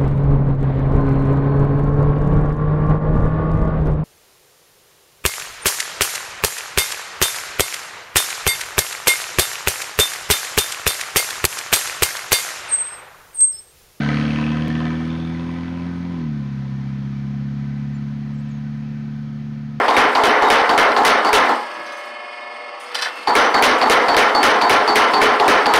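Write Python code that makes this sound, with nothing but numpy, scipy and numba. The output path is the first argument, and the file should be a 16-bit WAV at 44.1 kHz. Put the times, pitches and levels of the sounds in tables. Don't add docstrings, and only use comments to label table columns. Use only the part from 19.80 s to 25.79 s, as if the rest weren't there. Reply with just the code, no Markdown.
import sys
import numpy as np
from scipy import signal
from scipy.fft import rfft, irfft, next_fast_len
from scipy.io import wavfile
from scipy.ndimage import uniform_filter1d, minimum_filter1d, map_coordinates
from numba import njit

SR = 44100
rng = np.random.default_rng(int(sys.argv[2]) if len(sys.argv) > 2 else 0)


def put_to_file(sound):
    columns = np.atleast_2d(sound).T
    safe = np.clip(columns, -1, 1)
    whole_steps = np.round(safe * 32767)
    wavfile.write(sys.argv[1], SR, whole_steps.astype(np.int16))


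def decibels_to_gain(level_db):
    exponent = np.asarray(level_db, float) / 20
    return 10 ** exponent


N = 264159
T = np.arange(N) / SR

# time in seconds, belt noise in dB.
EFFORT = [
    (0, -32),
    (1.7, -34),
    (1.85, -34.5),
    (2.0, -35.5),
    (2.5, -38.5),
    (2.98, -38.5),
    (3.1, -35.5),
    (3.45, -35.5),
    (6, -30),
]
# frequency in Hz, level in dB per Hz.
MOTOR_BODY = [(110, -88), (190, -70), (228, -21.5), (446, -16), (586, -12), (882, -9), (927, -8),
              (1310, -5.5), (1500, -22), (2210, -9), (2290, -59), (2380, -16), (3500, -23), (4550, -40),
              (7700, -120)]
MOTOR_HISS = [(150, -28), (215, -1.5), (1760, 3), (3000, 0.5), (3930, -7.5), (4300, -2), (5020, -4),
              (6460, -18), (7500, -26), (8500, -13), (9450, -23.5), (12000, -25), (16000, -36)]
# frequency in Hz, width in Hz, #
# height in dB (negative for a gap).
CASING = [(3420, 33, 6), (3560, 70, -9), (3720, 60, 7), (4060, 190, -12), (4320, 68, 8), (4570, 61, -1),
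          (5120, 60, 6), (5300, 43, 7), (5900, 100, -9), (8150, 270, 6.5)]
# multiple of the mains tone, level in dB rms.
MAINS = [(2, -64.5), (3, -58.5), (4, -57), (5, -43), (6, -45.5), (8, -46), (9, -52), (10, -53)]
# frequency in Hz, dB rms.
SHAFT = [(570, -47.5), (806, -51), (1104, -46), (1281, -51.5), (1744, -47), (1965, -59), (2460, -51.5),
         (2760, -56), (3030, -53.5), (4320, -61.5), (4587, -60), (4861, -60)]
COASTING = [(120, -47.5), (330, -55), (505, -52), (1314, -48), (1523, -50), (1583, -50), (1631, -50),
            (1680, -40.5), (2643, -66)]
DRAGGING = [(120, -52), (490, -45.5), (800, -51.5), (1140, -60), (1190, -54), (2420, -56), (1730, -51.5),
            (2700, -51)]
# frequency in Hz, level in dB per Hz.
AIR = [(3000, -30), (6000, -3), (7500, 0), (10000, -3.5), (12500, -11), (15500, -15)]

# start in seconds, peak in dB,
# roller ring in Hz, ring level in dB, scuff level in dB.
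CAM = [(0.08, 2, 4570, -42, -13), (0.35, 2.5, 4480, -30, -12), (0.62, 4, 4560, -30, -26),
       (0.891, 3, 4630, -19, -13.5), (1.163, 3.5, 4570, -26, -16.5), (1.445, 0, 4600, -14, -23),
       (1.689, -5, 4600, -34, -32), (3.471, -0.5, 4620, -9.5, -18), (3.741, 5.5, 4400, -11, -17.5),
       (4.013, 2.5, 4300, -11.5, -12.5), (4.282, 3, 4530, -11.5, -12), (4.547, 3, 4450, -7.5, -29),
       (4.812, 2.5, 4640, -8, -15.5), (5.075, 1, 4620, -6, -17), (5.334, 2.5, 4600, -8, -15.5),
       (5.597, 3.5, 4320, -28, -16), (5.857, 1.5, 4640, -12, -13)]
# frequency in Hz, level in dB per Hz.
CAM_COLOUR = [(120, -62), (200, -14.5), (401, -9), (548, -12), (836, 3.5), (916, 0.5), (1020, -0.5),
              (2510, -22.5), (4600, -20), (5230, -25.5), (16000, -46)]
SCUFF_COLOUR = [(1200, -23), (2200, 13.5), (3700, 9.5), (4700, 11), (6300, -13), (7200, -59), (10000, -9),
                (16000, -49)]
# frequency in Hz, level in dB, 60 dB decay in seconds.
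ROLLER = [(4408, 2, .14), (4478, 4, .24), (4552, 1, .12), (4645, 3, .12), (9027, -16, .08),
          (9237, -15, .07)]

# start in seconds, peak in dB, brightness in dB, rattle in dB.
BLOWS = [(0.165, -0.5, -3, -5), (0.435, -8.5, -5.5, 2), (0.701, -1.5, -0.5, 0.5), (0.977, -0.5, -2, -3),
         (1.249, -1, 2.5, 3), (1.529, -0.5, 2.5, 4.5), (3.552, -0.5, 2.5, -7), (3.823, -1.5, 5, 4),
         (4.097, -1, 1, 1), (4.365, -0.5, 2.5, 2.5), (4.629, -1.5, 3, 2), (4.895, 0, 3, -1),
         (5.156, -0.5, 2, -1.5), (5.415, -0.5, -0.5, -2), (5.679, -0.5, 1.5, -0.5), (5.937, -1, -1, 1.5)]
# frequency in Hz, level in dB per Hz.
BLOW_COLOUR = [(120, -65), (200, -11.5), (409, -6), (883, 1.5), (1400, -0.5), (2650, -11.5), (3620, -13),
               (6200, -19), (7200, -38), (9500, -25.5), (12000, -36.5), (15500, -34), (16500, -44)]
CRACK_COLOUR = [(1500, -3), (3000, 6), (6000, -11), (10000, 10), (13000, -16), (16000, -29)]
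RATTLE_COLOUR = [(1500, 2), (3000, 16), (6000, 4), (10000, -1), (13000, -6.5), (16000, -15)]
# frequency in Hz, width in Hz, height in dB.
FRAME = [(241.4, 45, 4), (303, 15, 3.5), (422.2, 13.7, 11), (492, 99, 5), (716, 40, 3.5), (754, 50, 0),
         (843, 12, 3), (1040, 11, 7.5), (1358, 25, 5.5), (1747, 115, 3), (1850, 91, 1.5), (2087, 260, 5.5),
         (2330, 79, 2), (3010, 29, 9.5), (3450, 12, 1)]
# frequency in Hz, level in dB, 60 dB decay in seconds.
ANVIL = [(2235, -4.5, 0.041), (3030, -17, 0.3), (3500, -25, 0.096)]
# frequency in Hz, 60 dB decay in seconds.
SHOP = [(200, 0.46), (1000, 0.46), (3000, 0.37), (6000, 0.28), (9000, 0.23), (15000, 0.13)]
# seconds after the blow, level in dB.
REBOUNDS = [
    (.011, -4),
    (.019, -3.5),
    (.039, -8),
    (.049, -7),
]
# start in seconds,
# level in dB.
RATTLES = [(-0.001, -31), (0.016, -33), (0.101, -29), (0.183, -22), (0.203, -30), (0.379, -36),
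           (0.404, -41), (0.505, -34), (0.566, -37), (0.584, -47), (0.655, -35), (0.687, -26), (0.741, -24),
           (0.77, -30), (0.828, -35), (0.951, -36), (1.064, -34), (1.116, -36), (1.142, -36), (1.172, -33),
           (1.235, -26), (1.292, -25), (1.398, -41), (1.491, -29), (1.602, -30), (1.684, -35), (3.496, -29),
           (3.594, -25), (3.704, -41), (3.808, -32), (3.842, -22), (3.911, -27), (3.929, -32), (3.95, -33),
           (4.003, -43), (4.023, -35), (4.072, -31), (4.291, -26), (4.377, -21), (4.386, -22), (4.403, -22),
           (4.409, -21), (4.495, -35), (4.666, -13), (4.713, -34), (4.821, -22), (5.037, -42), (5.063, -38),
           (5.127, -35), (5.252, -32), (5.272, -37), (5.289, -38), (5.318, -40), (5.369, -36), (5.433, -14),
           (5.438, -26), (5.534, -30), (5.865, -17)]

# start in seconds, peak in dB, brightness in dB.
TICKS = [
    (1.116, -12.5, -3),
    (4.343, -6.5, -4),
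    (4.805, -28, 1),
    (5.148, -19, 8),
    (5.404, -15, -1),
]
# start in seconds, peak in dB, brightness in dB.
SHIFTS = [
    (1.75, -44.5, 21),
    (1.96, -38, -21.5),
    (2.06, -37, 8),
    (3.354, -33, -19),
    (3.40, -39, -1),
]
# start in seconds, peak in dB, brightness in dB.
CLATTER = [
    (3.115, -30, -12),
    (3.144, -19.5, 10),
    (3.151, -20.5, 7),
    (3.172, -22, -10),
    (3.186, -22, 7),
    (3.212, -21, 8),
    (3.220, -13, 4.5),
    (3.246, -28, 13),
    (3.256, -14, -27),
]
# start in seconds, level in dB.
PEDAL_CLICKS = [(3.117, -37), (3.126, -41), (3.149, -23), (3.153, -18), (3.185, -29), (3.189, -26),
                (3.197, -25), (3.222, -16), (3.226, -20), (3.249, -21), (3.258, -26), (3.268, -27),
                (3.279, -30), (3.286, -32)]
# frequency in Hz, level in dB per Hz.
SMALL_COLOUR = [(120, -60), (200, -34), (420, -16), (820, -2.5), (1180, -3.5), (1770, -1), (3070, -15.5),
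                (5700, -10.5), (6500, -25), (9500, -24), (16000, -39)]
# frequency in Hz, width in Hz, height in dB.
PEDAL = [(1450, 60, 9), (1780, 57, 12.5), (2070, 60, 9), (2590, 65, 14), (3080, 140, 17), (3500, 160, 13.5),
         (4040, 110, 17), (4600, 120, 10), (4900, 120, 12), (5660, 90, 5), (8100, 80, 12), (8700, 150, 8)]
TONGS = [(6130, 60, 11), (7100, 60, 8), (8150, 60, 17), (10850, 90, 11), (11820, 90, 14), (12700, 90, 12),
         (13800, 80, 6), (14700, 120, 12)]
# start in seconds, level in dB, length factor.
BRUSH = [(1.8, -55, 0.74), (1.86, -58, .6), (1.935, -55, 0.28), (2.03, -56, .3), (2.12, -51, 0.46),
         (2.17, -51.5, 0.87), (2.25, -55, 0.89), (2.997, -50, .6), (3.03, -53, .6), (3.08, -62, .8),
         (3.279, -55, 0.8), (3.32, -61, .8), (3.353, -52, 0.9), (3.41, -56, .8)]
# frequency in Hz, level in dB per Hz.
BRUSH_COLOUR = [(4000, -30), (6000, 1), (8100, -3), (9500, 1), (11300, -9), (12200, -9), (15500, -11)]
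# (start in seconds, level in dB).
LOOSE = [
    (2650, 0.6, [(3.36, -35)]),
    (3740, 0.15, [(.14, -17), (.64, -16), (.68, -21), (4.34, -24), (4.6, -35), (4.85, -20)]),
    (4800, 0.18, [(1.462, -21)]),
    (5350, 0.19, [(1.285, -19)]),
    (5950, 0.41, [(3.57, -21.5), (4.41, -32), (5.95, -28)]),
    (6130, 0.16, [(1.93, -45), (2.055, -42), (2.12, -40), (2.165, -43)]),
    (6300, 0.3, [(5.73, -40)]),
    (7000, 0.2, [(3.445, -52)]),
    (9550, 0.28, [(3.0, -43), (5.2, -40)]),
]
# start in seconds, level in dB.
FOOTFALLS = [
    (1.799, -32),
    (1.965, -24.5),
    (3.37, -35),
]
# frequency in Hz, level in dB, 60 dB decay in seconds.
FLOOR = [(93, -1.5, 0.66), (208, -43, 0.24), (321, -10, 0.27)]


def unit(x):
    return x / np.sqrt(np.mean(x ** 2) + 1e-20)


def along(points, hz):
    f, v = np.transpose(points)
    return np.interp(np.log(hz + 1), np.log(f + 1), v)


def wobble(rate):
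    knots = rng.standard_normal(int(N * rate / SR) + 4)
    return map_coordinates(knots, [T * rate])


def coloured(spectrum, peaks=()):
    m = next_fast_len(N + 8192)
    hz = np.fft.rfftfreq(m, 1 / SR)
    humps = sum(db / (1 + (2 * (hz - c) / w) ** 2) for c, w, db in peaks)
    shaped = rfft(rng.standard_normal(m)) * decibels_to_gain(along(spectrum, hz) + humps)
    return unit(irfft(shaped, m)[:N])


def dying(noise, hits, stretch):
    patchy_db = 1.22
    hz, t, z = signal.stft(noise, SR, nperseg=128, noverlap=96)
    power = np.zeros(z.shape)
    high = np.clip(np.log2((hz[:, None] + 1) / 2000) / 2, 0, 1)
    t60 = stretch * along(SHOP, hz)[:, None]
    for s, db, bright_db, factor in hits:
        age = t - s - .0015
        on = (age >= 0) & (age < 1)
        power[:, on] += decibels_to_gain(2 * (db + bright_db * high - 60 * age[on] / (factor * t60)))
    patches = uniform_filter1d(rng.standard_normal(z.shape), size=2, axis=0)
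    patches = unit(uniform_filter1d(patches, size=20, axis=1))
    z = z * np.sqrt(power) * decibels_to_gain(patchy_db * patches)
    return signal.istft(z, SR, nperseg=128, noverlap=96)[1][:N]


def rings(hits, rise, unsteady=0.093):
    out, t = np.zeros(N + SR), T[:SR // 2]
    for s, hz, db, t60 in hits:
        drift = np.cumsum(rng.normal(0, unsteady, len(t)))
        envelope = decibels_to_gain(db - 60 * t / t60) * (1 - np.exp(-t / rise))
        out[round(s * SR):][:len(t)] += envelope * np.sin(2 * np.pi * hz * t + drift)
    return out[:N]


def ticks(hits, t60):
    s, db = np.transpose(hits)
    places = np.clip(np.round(s * SR).astype(int), 0, N - 1)
    starts = np.bincount(places, decibels_to_gain(db), N)
    decay = signal.lfilter([1], [1, -decibels_to_gain(-60 / (t60 * SR))], starts)
    return uniform_filter1d(decay, size=13)


def steady_lines(table, waver_db, wander):
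    total = np.zeros(N)
    for hz, db in table:
        phase = 2 * np.pi * hz * T + wander * hz * wobble(25) + rng.uniform(0, 2 * np.pi)
        total += decibels_to_gain(db + waver_db * wobble(6.0)) * np.sin(phase)
    return total


def motor():
    clutch_out_s, settled_s, pedal_s, clutch_in_s = 1.75, 2.1, 2.93, 3.47
    mains_hz, whine_hz, pulley_per_s, pulley_beat_s = 120, 2153, 22.6, 2.14
    idle_hiss_db, pedal_hiss_db, run_hiss_db = -5.5, -3, -2.5
    loaded = np.interp(T, [clutch_out_s - .05, clutch_out_s + .1, clutch_in_s, clutch_in_s + .05], [1, 0, 0, 1])
    pressed = np.interp(T, [pedal_s + 0.02, pedal_s + 0.08], [0, 1])
    turn = 2 * np.pi * pulley_per_s * (T - pulley_beat_s)

    buzz_db = 0.31 * np.sin(2 * np.pi * mains_hz * T)
    body_db = 0.28 * np.cos(turn) + buzz_db + 0.7 * wobble(3.7) + 1.0
    body = decibels_to_gain(body_db) * coloured(MOTOR_BODY, CASING)
    hiss_db = idle_hiss_db + (pedal_hiss_db - idle_hiss_db) * pressed * (1 - loaded)
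    hiss_db = hiss_db + (run_hiss_db - idle_hiss_db) * loaded
    hiss_db = hiss_db + 0.25 * np.cos(turn) + 0.71 * wobble(8.5) + 1.8 * wobble(90)
    hiss = decibels_to_gain(hiss_db) * coloured(MOTOR_HISS, CASING)
    belt = decibels_to_gain(np.interp(T, *np.transpose(EFFORT))) * (body + hiss)

    idle = steady_lines([(k * mains_hz, db) for k, db in MAINS], waver_db=0.8, wander=1e-4)
    idle += decibels_to_gain(2.5 * np.cos(turn)) * steady_lines(SHAFT, waver_db=2.5, wander=4e-4)
    idle *= decibels_to_gain(-23 * np.interp(T, [pedal_s + 0.022, pedal_s + 0.2], [0, 1]))
    coast = steady_lines(COASTING, waver_db=1.5, wander=1.5e-4)
    coast *= decibels_to_gain(-32 * np.maximum(T - settled_s, 0))
    drag = steady_lines(DRAGGING, waver_db=3.5, wander=3e-4)
    drag *= decibels_to_gain(-67 * np.maximum(pedal_s - T, 0))

    carrier = 2 * np.pi * whine_hz * T
    sideband = np.interp(T, [2.75, 2.87], [.85, .5]) * decibels_to_gain(.6 * wobble(5))
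    whine = np.sin(carrier) + sideband * np.sin(carrier + turn + .3 * wobble(5))
    whine_db = -44.5 - 31 * np.clip(settled_s - T, 0, 0.3) + 2.5 * np.clip(T - settled_s, 0, 1)
    whine_db -= 6.7 * np.interp(T, [pedal_s - 0.035, pedal_s - 0.015], [0, 1])
    hum = idle + decibels_to_gain(whine_db) * whine + coast + drag

    running_down = (T < clutch_in_s) * np.exp(-np.maximum(T - clutch_out_s, 0) / 0.23) / 2
    air_db = -52 + 3.6 * wobble(70) + 1.9 * wobble(12)
    air = np.maximum(loaded, running_down) * decibels_to_gain(air_db) * coloured(AIR)
    return air + belt + decibels_to_gain(-10 * loaded + 4) * hum


def cam(drive_db):
    knock_hits = [(s + .0012, db + drive_db, -4.5, 1) for s, db, *_ in CAM]
    knock = dying(coloured(CAM_COLOUR, FRAME), knock_hits, stretch=1.0)

    scuff = np.zeros(N)
    for s, db, *_, scuff_db in CAM:
        age = np.maximum(T - s - .0008, 0)
        rub = 1 / (1 + (age / 0.016) ** 5) + 0.27 * decibels_to_gain(-60 * age / 0.0036)
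        scuff += (1 - np.exp(-age / .0008)) * decibels_to_gain(db + drive_db + scuff_db) * rub
    reseat = [(s + 0.0092, db + drive_db + scuff_db - 12) for s, db, *_, scuff_db in CAM]
    scuff += ticks(reseat, t60=0.022)
    scuff = scuff * decibels_to_gain(2.5 * wobble(200)) * coloured(SCUFF_COLOUR)

    roller = []
    for s, db, hz, ring_db, _ in CAM:
        for mode, level, t60 in ROLLER:
            off_pitch_db = .03 * min(abs(mode - hz), abs(mode / 2 - hz))
            roller.append((s + 0.001016, mode, db + drive_db + ring_db + level - off_pitch_db, t60))
    beam = [(s, 850 * rng.normal(1, 0.0167), db + drive_db - 11.5, .3) for s, db, *_ in CAM]
    return knock + scuff + rings(roller, rise=.008, unsteady=.04) + rings(beam, rise=.002)


def blows(drive_db):
    roar_hits = [(-0.1, 0, -12, 1.6)]
    steel, loose, chatter = [], [], []
    gate, snap = np.zeros((2, N))
    for s, db, bright_db, rattle_db in BLOWS:
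        peak_db = db + drive_db
        roar_hits.append((s + 0.0012, peak_db, bright_db, 1 - 0.11 * db))
        for hz, level, t60 in ANVIL:
            steel.append((s + 0.001116, hz, peak_db + level + rng.normal(0, 3.3), t60))
        steel.append((s + 0.002, 438 * rng.normal(1, 0.038), peak_db - 1.5, 0.12))
        for _ in range(9):
            hz = 1500 * 2 ** rng.uniform(0, 1.1)
            loose.append((s + rng.uniform(0, .06), hz, peak_db - 18 + rng.normal(0, 2.5), .14))
        for lag, level in REBOUNDS:
            bounce_db = peak_db + rattle_db + level - 16.5 + rng.normal(0, 2.8)
            chatter.append((s + lag * rng.normal(1, 0.073), bounce_db))
        age = np.maximum(T - s - .0012, 0)
        snap += (age > 0) * decibels_to_gain(peak_db + bright_db - 16.0 - 60 * age / 0.0046)
        gate += (age > 0) * decibels_to_gain(peak_db + rattle_db - 16.5) / (1 + (age / 0.037) ** 6)
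    roar = dying(coloured(BLOW_COLOUR, FRAME), roar_hits, stretch=0.88)
    gate += ticks(chatter, t60=0.022) + decibels_to_gain(3) * ticks(RATTLES, t60=0.018)
    rattle = gate * decibels_to_gain(2.0 * wobble(250)) * coloured(RATTLE_COLOUR)
    crack = snap * coloured(CRACK_COLOUR)
    return roar + rings(steel, rise=0.00023) + rings(loose, rise=0.0065) + rattle + crack


def small_parts():
    grit = unit(decibels_to_gain(1.2 * wobble(300)) * coloured(SMALL_COLOUR, PEDAL))
    hits = []
    for table, length in [(CLATTER, 0.2), (TICKS, 0.055), (SHIFTS, 0.78)]:
        hits += [(*hit, length) for hit in table]
    clacks = dying(grit, [(s, db - 5.5, bright, length) for s, db, bright, length in hits], stretch=3.04)
    clicks = dying(grit, [(s, db - 28, bright + 4, 1) for s, db, bright, _ in hits], stretch=0.2)
    clicks = clicks + decibels_to_gain(-1.5) * ticks(PEDAL_CLICKS, t60=0.019) * coloured(RATTLE_COLOUR, PEDAL)
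    brush_hits = [(s, db, 1.5, length) for s, db, length in BRUSH]
    brush = dying(coloured(BRUSH_COLOUR, TONGS), brush_hits, stretch=2.1)

    strays = [(s, hz, db, t60) for hz, t60, times in LOOSE for s, db in times]
    strays += [(s + 0.042, 9900, -39, 0.3) for s, *_ in BLOWS if 3.7 < s < 5.3]
    strays += [(s, hz, db + level, t60) for s, db in FOOTFALLS for hz, level, t60 in FLOOR]
    return clacks + clicks + brush + rings(strays, rise=0.0087, unsteady=0.04)


def scene():
    return (motor() + cam(drive_db=-5.5) + blows(drive_db=7) + small_parts())[None]


@njit
def recover(need, step):
    out, g = np.empty_like(need), 1.0
    for i in range(len(need)):
        g = min(need[i], g + (1 - g) * step)
        out[i] = g
    return out


def gated_top(x, edge, gate_db, size):
    hz, _, z = signal.stft(x, SR, nperseg=size, noverlap=size * 3 // 4)
    level = np.sqrt(np.abs(uniform_filter1d(np.abs(z) ** 2, size=9, axis=1)))
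    shut = (hz[:, None] > edge) / (1 + (level / decibels_to_gain(gate_db)) ** 8)
    return signal.istft(z * (1 - shut), SR, nperseg=size, noverlap=size * 3 // 4)[1][:N]


def band_limit(x):
    return signal.sosfilt(signal.butter(12, 16510, fs=SR, output="sos"), x)


def record(dry):
    x = signal.sosfilt(signal.butter(6, 210, "high", fs=SR, output="sos"), dry[0])
    top = .63
    need = np.minimum(1, 0.8 * top / (np.abs(x) + 1e-9))
    gain = recover(need, 1 / (SR * 0.015))
    x = x * uniform_filter1d(minimum_filter1d(gain, size=9), size=5)
    x = x / (1 + np.abs(x / top) ** 12) ** (1 / 12)
    x = gated_top(x, 10250, gate_db=-87.5, size=1024)
    x = gated_top(x, 15750, gate_db=-52, size=256)
    return band_limit(x[None])


dry = scene()
out = record(dry)
put_to_file(out)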